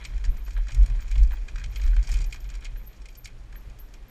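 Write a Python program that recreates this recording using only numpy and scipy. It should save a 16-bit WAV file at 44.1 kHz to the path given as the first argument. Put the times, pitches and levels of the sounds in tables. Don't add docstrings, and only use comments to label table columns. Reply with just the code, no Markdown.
import sys
import numpy as np
from scipy import signal
from scipy.fft import rfft, irfft, next_fast_len
from scipy.io import wavfile
from scipy.ndimage import map_coordinates

SR = 44100
rng = np.random.default_rng(int(sys.argv[2]) if len(sys.argv) > 2 else 0)


def convert_level_to_amplitude(level_db):
    exponent = np.asarray(level_db, float) / 20
    return 10 ** exponent


def store_wav(level_fs):
    pcm = np.round(np.clip(np.atleast_2d(level_fs), -1, 1) * 32767)
    wavfile.write(sys.argv[1], SR, pcm.T.astype(np.int16))


N = 180898

# (time [s], peak level [dB], pitch [Hz], length at half height [s])
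BUFFETS = [(0.166, -24, 39.7, 0.025), (0.292, -13, 39, 0.023), (0.343, -24, 38.8, 0.076),
           (0.594, -21, 38.1, 0.13), (0.762, -21, 42.8, 0.085), (0.812, -8.5, 45.4, 0.058),
           (0.961, -21, 37.7, 0.13), (1.141, -20, 39.8, 0.071), (1.221, -8.5, 46.4, 0.081),
           (1.306, -21.5, 47.2, 0.078), (1.409, -24.5, 37, 0.096), (1.553, -26, 40, 0.029),
           (1.687, -24, 47.6, 0.09), (1.85, -11, 42.5, 0.034), (1.901, -15, 41.17, 0.16),
           (1.989, -12.5, 44, 0.037), (2.114, -19.5, 35.8, 0.07), (2.166, -16, 44, 0.036),
           (2.211, -21, 42.7, 0.046), (2.271, -22.5, 37, 0.055), (2.432, -28.5, 45.6, 0.087),
           (2.581, -26.5, 38.1, 0.09), (2.736, -27.5, 39, 0.093)]
# (time [s], level [dB])
AIRSPEED = [(0, -34), (1.5, -32.5), (2.6, -37), (3.0, -42.5), (3.3, -46.5), (3.45, -40.5), (4.1, -42.5)]
# (frequency [Hz], relative density [dB per Hz])
THROB_COLOUR = [(20, -22), (33, -12.5), (43, -3.5), (52, -9), (65, -32), (120, -92)]
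# (frequency [Hz], relative density [dB per Hz])
HEAVE_COLOUR = [(10, -25), (20, 12.5), (30, 7.5), (55, -15), (70, -16), (120, -87)]
# (time [s], level [dB])
GUSTS = [(0.0, -55), (0.16, -44), (0.18, -61), (0.27, -37), (0.47, -58), (0.56, -46), (0.65, -60.5),
         (0.76, -34.5), (1.12, -53.5), (1.18, -40), (1.36, -58.5), (1.68, -42), (1.7, -47.5), (1.95, -42.5),
         (2.1, -49), (2.21, -37.5), (2.27, -49.5), (2.71, -53), (2.74, -47.5), (3.0, -60), (3.35, -52),
         (3.8, -56), (3.89, -57), (4.1, -60.5)]
# (frequency [Hz], relative density [dB per Hz])
RUMBLE_COLOUR = [(45, -10.5), (62, -3), (78, -9), (98, -7), (118, -3), (135, -15.5), (200, -26.5),
                 (350, -66), (700, -83)]
# (time [s], tubes level [dB], stays level [dB], chain level [dB], tiniest parts level [dB])
BLOWS = [(0.04,-68,-48,-51,-76),(0.0497,-49,-38,-43,-62),(0.1778,-54,-55.5,-57,-79),(0.2397,-45.5,-48.5,-51,-71),(0.248,-57,-55,-46.5,-61),(0.3675,-57,-66,-57,-67),(0.463,-55,-53,-63,-87),(0.4793,-53,-60,-59,-81),(.506,-59,-54,-52.5,-69),(0.532,-64,-65,-58,-68),(0.5642,-46,-48,-69,-80),(0.574,-49.5,-56,-74,-80),(0.669,-48.5,-60,-56,-77),(.683,-62,-46,-50,-66),(0.691,-50,-54,-67,-81),(.706,-64,-58,-55,-69),(0.719,-62,-49.5,-48.5,-69),(.746,-60,-50,-47.5,-50),(.829,-69,-53,-54,-77),(0.8603,-50.5,-52,-48,-53.5),(0.8986,-57,-51,-57,-75),(.9906,-50.5,-58,-69,-83),(1.005,-74,-65,-52.5,-73),(1.08,-71,-54,-56,-80),(1.1126,-53,-44,-47,-56),(1.155,-59,-45,-64,-79),(1.178,-52,-48.5,-50,-68),(1.2306,-68,-55,-48,-67),(1.272,-71,-64,-58,-76),(1.3073,-54,-49.5,-62,-77),(1.318,-47.5,-53,-62,-84),(1.33,-50,-61,-63,-83),(1.3685,-56,-53,-67,-79),(1.4822,-48,-44.5,-50.5,-80),(1.557,-44.5,-44.5,-50,-80),(1.582,-51,-50,-55,-78),(1.5955,-55,-57,-56,-79),(1.613,-52,-58,-66,-78),(1.639,-52,-41.5,-45.5,-77),(1.7581,-50,-39.5,-46.5,-57),(1.7962,-52,-53,-63,-79),(1.8146,-63,-47.5,-51,-69),(1.836,-51,-52,-51,-64),(1.863,-54,-61,-54,-77),(1.878,-57,-51,-50,-61),(1.93,-47,-66,-76,-79),(1.964,-45.5,-45,-54,-62),(2.0268,-67,-55,-47.5,-69),(2.038,-57,-58,-54,-64),(2.0719,-58,-49,-45,-63),(2.0904,-48,-47,-51,-54),(2.096,-55.5,-56,-58,-61),(2.1152,-64,-54,-43,-63),(2.124,-53,-49,-49,-69),(2.1397,-57,-41.5,-44.5,-46),(2.154,-55,-48.5,-67,-70),(2.169,-55.5,-57,-47.5,-62),(2.187,-58,-52,-50,-65),(2.205,-65,-49.5,-50.5,-77),(2.2163,-67,-50,-48,-59),(2.2418,-79,-56,-47.5,-62),(2.308,-67,-56,-57,-80),(2.3249,-54,-40,-42.5,-53),(2.3428,-51,-52,-55,-69),(2.359,-54,-54,-55,-71),(2.403,-73,-69,-60,-70),(2.442,-68,-55,-59.5,-74),(2.49,-63,-53,-57,-81),(2.5,-57,-52,-51.5,-64),(2.5383,-65,-53,-54,-73),(2.552,-67,-66,-50,-60),(2.6073,-68,-65,-60,-67),(2.6232,-61,-53,-72,-77),(2.645,-56,-58.5,-47,-62),(2.6517,-64,-42.5,-50,-65),(2.7586,-53.5,-57.5,-78,-78),(2.93,-72,-60,-63,-80),(3.018,-68,-62,-57,-84),(3.056,-66,-52,-52,-67),(3.086,-72,-51.5,-56,-60),(3.152,-79,-60,-52,-71),(3.2444,-64,-65,-44.5,-61),(3.2554,-56.5,-40.5,-48,-52),(3.2706,-70,-81,-66,-57),(3.525,-55,-53.5,-60,-75),(3.554,-52,-56,-74,-78),(3.6974,-79,-61,-62.5,-80),(3.7867,-78,-63,-59.5,-66),(3.938,-60,-52,-53.5,-63)]
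# (time [s], peak level [dB])
THUDS = [(0.236, -58), (0.477, -49.5), (0.575, -46), (0.681, -59), (0.688, -52.5), (0.9, -54), (1.11, -59),
         (1.155, -49.5), (1.309, -49.5), (1.332, -48.5), (1.636, -56), (1.963, -54), (2.082, -49),
         (2.34, -54), (3.539, -59)]
# (frequency [Hz], width [Hz], relative level [dB])
PART_MODES = [
    [(590, 470, -1.5), (813, 115, 5), (1004, 207, -0.5)],
    [(1240, 380, -3), (1643, 190, 5.5), (1940, 134, 1.5)],
    [(2133, 160, -1), (2453, 124.5, 3), (3172, 265, -4.5), (4142, 203, -7.5)],
    [(4646, 365, 5.5), (5576, 250, 8), (6756, 600, 5.5), (8270, 920, -3.5)],
    [(8970, 2500, 13.5), (12300, 1370, -26), (13400, 1620, 3.5)],
]
# (time [s], grit of the frame [dB], jingle of the chain [dB])
ROUGHNESS = [(0.0, -42, -65), (0.06, -53.5, -57.5), (0.32, -59, -72), (0.49, -56, -63.5),
             (0.65, -56, -65.5), (1.02, -56.5, -62.5), (1.15, -50.5, -58), (1.3, -59.5, -66.5),
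             (1.58, -59.5, -65), (1.72, -56, -60), (1.87, -53, -60), (2.01, -55, -61.5), (2.12, -50, -51),
             (2.2, -60.5, -71), (2.29, -60, -63), (2.57, -57, -68), (2.67, -56, -64.5),
             (2.84, -61.5, -71.5), (3.21, -66.5, -68), (3.55, -70, -73.5), (4.1, -64, -71.5)]
# (time [s], peak level [dB], base pitch [Hz], fading t60 [s])
SQUEAKS = [(0.05, -61, 13170, 0.22), (0.3, -56, 12900, 0.39), (0.375, -58.5, 13250, 0.3),
           (0.436, -56, 13000, 0.3), (0.53, -66, 12900, 0.24), (0.578, -71, 13220, 0.3),
           (1.009, -51, 14800, 0.19), (1.319, -40, 14850, 0.1), (1.57, -71, 13000, 0.3),
           (1.699, -63, 13000, 0.27), (1.764, -54, 13000, 0.28), (1.839, -61, 13000, 0.3),
           (1.9, -65, 12950, 0.32), (2.11, -61, 12800, 0.46), (2.255, -57.5, 12900, 0.5),
           (2.33, -63, 12680, 0.33), (2.399, -56, 12900, 0.27), (2.46, -65, 12700, 0.41),
           (2.767, -53, 12930, 0.42), (2.859, -46.5, 12820, 0.23), (3.09, -67, 12850, 0.33),
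           (3.171, -46, 13040, 0.2), (3.556, -51.5, 12500, 0.3), (3.79, -48, 12800, 0.27),
           (3.925, -68, 12400, 0.3), (4.08, -54, 12530, 0.34)]
# (frequency [Hz], relative density [dB per Hz])
HISS_COLOUR = [(88, -40), (150, -3.5), (296, -9), (947, -16.5), (1420, -19.5), (2270, -20.5), (2700, -23),
               (5530, -30.5), (12700, -41.5), (15400, -56)]


def unit(x):
    return x / np.sqrt(np.mean(x ** 2) + 1e-20)


def curves(rows):
    times, *columns = np.transpose(rows)
    return [np.interp(np.arange(N) / SR, times, column) for column in columns]


def wobble(rate):
    knots = rng.standard_normal(int(N * rate / SR) + 4)
    return map_coordinates(knots, [np.arange(N) * rate / SR])


def filtered(x, response):
    size = next_fast_len(N + SR // 2)
    spectrum = rfft(x, size) * response(np.fft.rfftfreq(size, 1 / SR))
    return irfft(spectrum, size)[..., :N]


def coloured(points):
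    f, db = np.transpose(points)

    def colour(hz):
        return convert_level_to_amplitude(np.interp(np.log(hz + 1), np.log(f + 1), db))

    return unit(filtered(rng.standard_normal(N), colour))


def ring(x, modes):
    def body(f):
        total = 0
        for k, (centre, width, db) in enumerate(modes):
            damping = 1j * f * width
            total = total + (-1) ** k * convert_level_to_amplitude(db) * damping / (centre ** 2 - f ** 2 + damping)
        return total

    impulse = np.eye(1, N)[0]
    return filtered(x, body) / np.linalg.norm(filtered(impulse, body))


def wind():
    t = np.arange(N) / SR
    throb, push = np.zeros(N), np.zeros(N)
    for (start, db, hz, length), phase in zip(BUFFETS, rng.random(len(BUFFETS))):
        swell = convert_level_to_amplitude(db) * np.exp(-np.log(2) * (2 * (t - start) / length) ** 2)
        throb += swell * np.cos(2 * np.pi * (hz * (t - start) + phase))
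        push += swell
    heave = convert_level_to_amplitude(-12) * push * coloured(HEAVE_COLOUR)
    airspeed_db, = curves(AIRSPEED)
    between = convert_level_to_amplitude(airspeed_db) * (coloured(THROB_COLOUR) + convert_level_to_amplitude(-5.5) * coloured(HEAVE_COLOUR))
    gust_db, = curves(GUSTS)
    rumble = convert_level_to_amplitude(gust_db + 1.4 * wobble(8.5)) * coloured(RUMBLE_COLOUR)
    return throb + heave + between + rumble


def blows(times, db, attack, t60):
    train, t = np.zeros(N), np.arange(SR // 8) / SR
    np.add.at(train, np.clip((times * SR).astype(int), 0, N - 1), convert_level_to_amplitude(db))
    scrape = t / attack * np.exp(1 - t / attack)
    chatter = convert_level_to_amplitude(-12.5 - 60 * t / t60) * (1 - np.exp(-t / attack))
    return signal.fftconvolve(train, scrape + chatter)[:N]


def clatter():
    attack_s = (0.0039, 0.002, 0.0024, 0.0024, 0.0018)
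    chatter_t60_s = (0.06, 0.17, 0.16, 0.083, 0.035)
    times, *strengths = np.transpose(BLOWS)
    luck = rng.random((len(times), 2))
    rebound_times = times + 0.0114 * (0.4 + 1.5 * luck[:, 0])
    rebound_db = -12 - 6 * luck[:, 1]
    struck = [np.transpose(THUDS)]
    for db in strengths:
        struck.append((np.r_[times, rebound_times], np.r_[db, db + rebound_db]))
    total = np.zeros(N)
    for (when, db), attack, t60, modes in zip(struck, attack_s, chatter_t60_s, PART_MODES):
        envelope = blows(when - 0.0008, db, attack, t60)
        total += ring(rng.standard_normal(N) * envelope, modes)
    return total


def shaking(level_db, count):
    grain = rng.random((count, 2))
    tick_times, tick_db = grain[:, 0] * N / SR, 16 * grain[:, 1]
    ticks = unit(blows(tick_times, tick_db, attack=0.0005, t60=0.074))
    uneven_db = 1.5 * wobble(25)
    return convert_level_to_amplitude(level_db + uneven_db) * (ticks + 0.5) * rng.standard_normal(N)


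def rattle():
    grit, jingle = (shaking(db, count=700) for db in curves(ROUGHNESS))
    tyres, tubes, stays, chain, tiny = PART_MODES
    frame = convert_level_to_amplitude(-18.5) * ring(grit, tyres) + convert_level_to_amplitude(-11) * ring(grit, tubes) + convert_level_to_amplitude(-8.5) * ring(grit, stays)
    return frame + convert_level_to_amplitude(-5.5) * ring(jingle, chain) + convert_level_to_amplitude(-18) * ring(jingle, tiny)


def brakes():
    out, t = np.zeros(N + SR), np.arange(SR // 4) / SR
    for start, db, hz, t60 in SQUEAKS:
        pitch = hz + 120 * np.exp(-t / 0.0089) + 1500 * t
        smoother = np.hanning(SR // 260)[None]
        fuzz = signal.fftconvolve(rng.standard_normal((2, len(t))), smoother, "same", axes=1)
        fuzz = unit(fuzz[0]) + 1j * unit(fuzz[1])
        whistle = np.exp(-((t - 0.017) / 0.0094) ** 2)
        trail = convert_level_to_amplitude(-6 - 60 * t / t60) * (1 - np.exp(-(t / 0.002) ** 2)) * fuzz
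        carrier = np.exp(2j * np.pi * np.cumsum(pitch) / SR)
        out[round(start * SR):][:len(t)] += convert_level_to_amplitude(db) * np.real((whistle + trail) * carrier)
    return out[:N]


def hiss():
    mean_db, gust_share = -57.5, 0.19
    gust_db, = curves(GUSTS)
    swell_db = gust_share * (gust_db - gust_db.mean())
    return convert_level_to_amplitude(mean_db + swell_db + 1.3 * wobble(6.0)) * coloured(HISS_COLOUR)


def scene():
    return (wind() + clatter() + rattle() + brakes() + hiss())[None]


def band_limit(x):
    return signal.sosfilt(signal.butter(12, 15600, fs=SR, output="sos"), x)


def record(dry):
    heard = filtered(dry, lambda hz: 1 / (1 + (hz / 14600) ** 30))
    return band_limit(heard)


dry = scene()
out = record(dry)
store_wav(out)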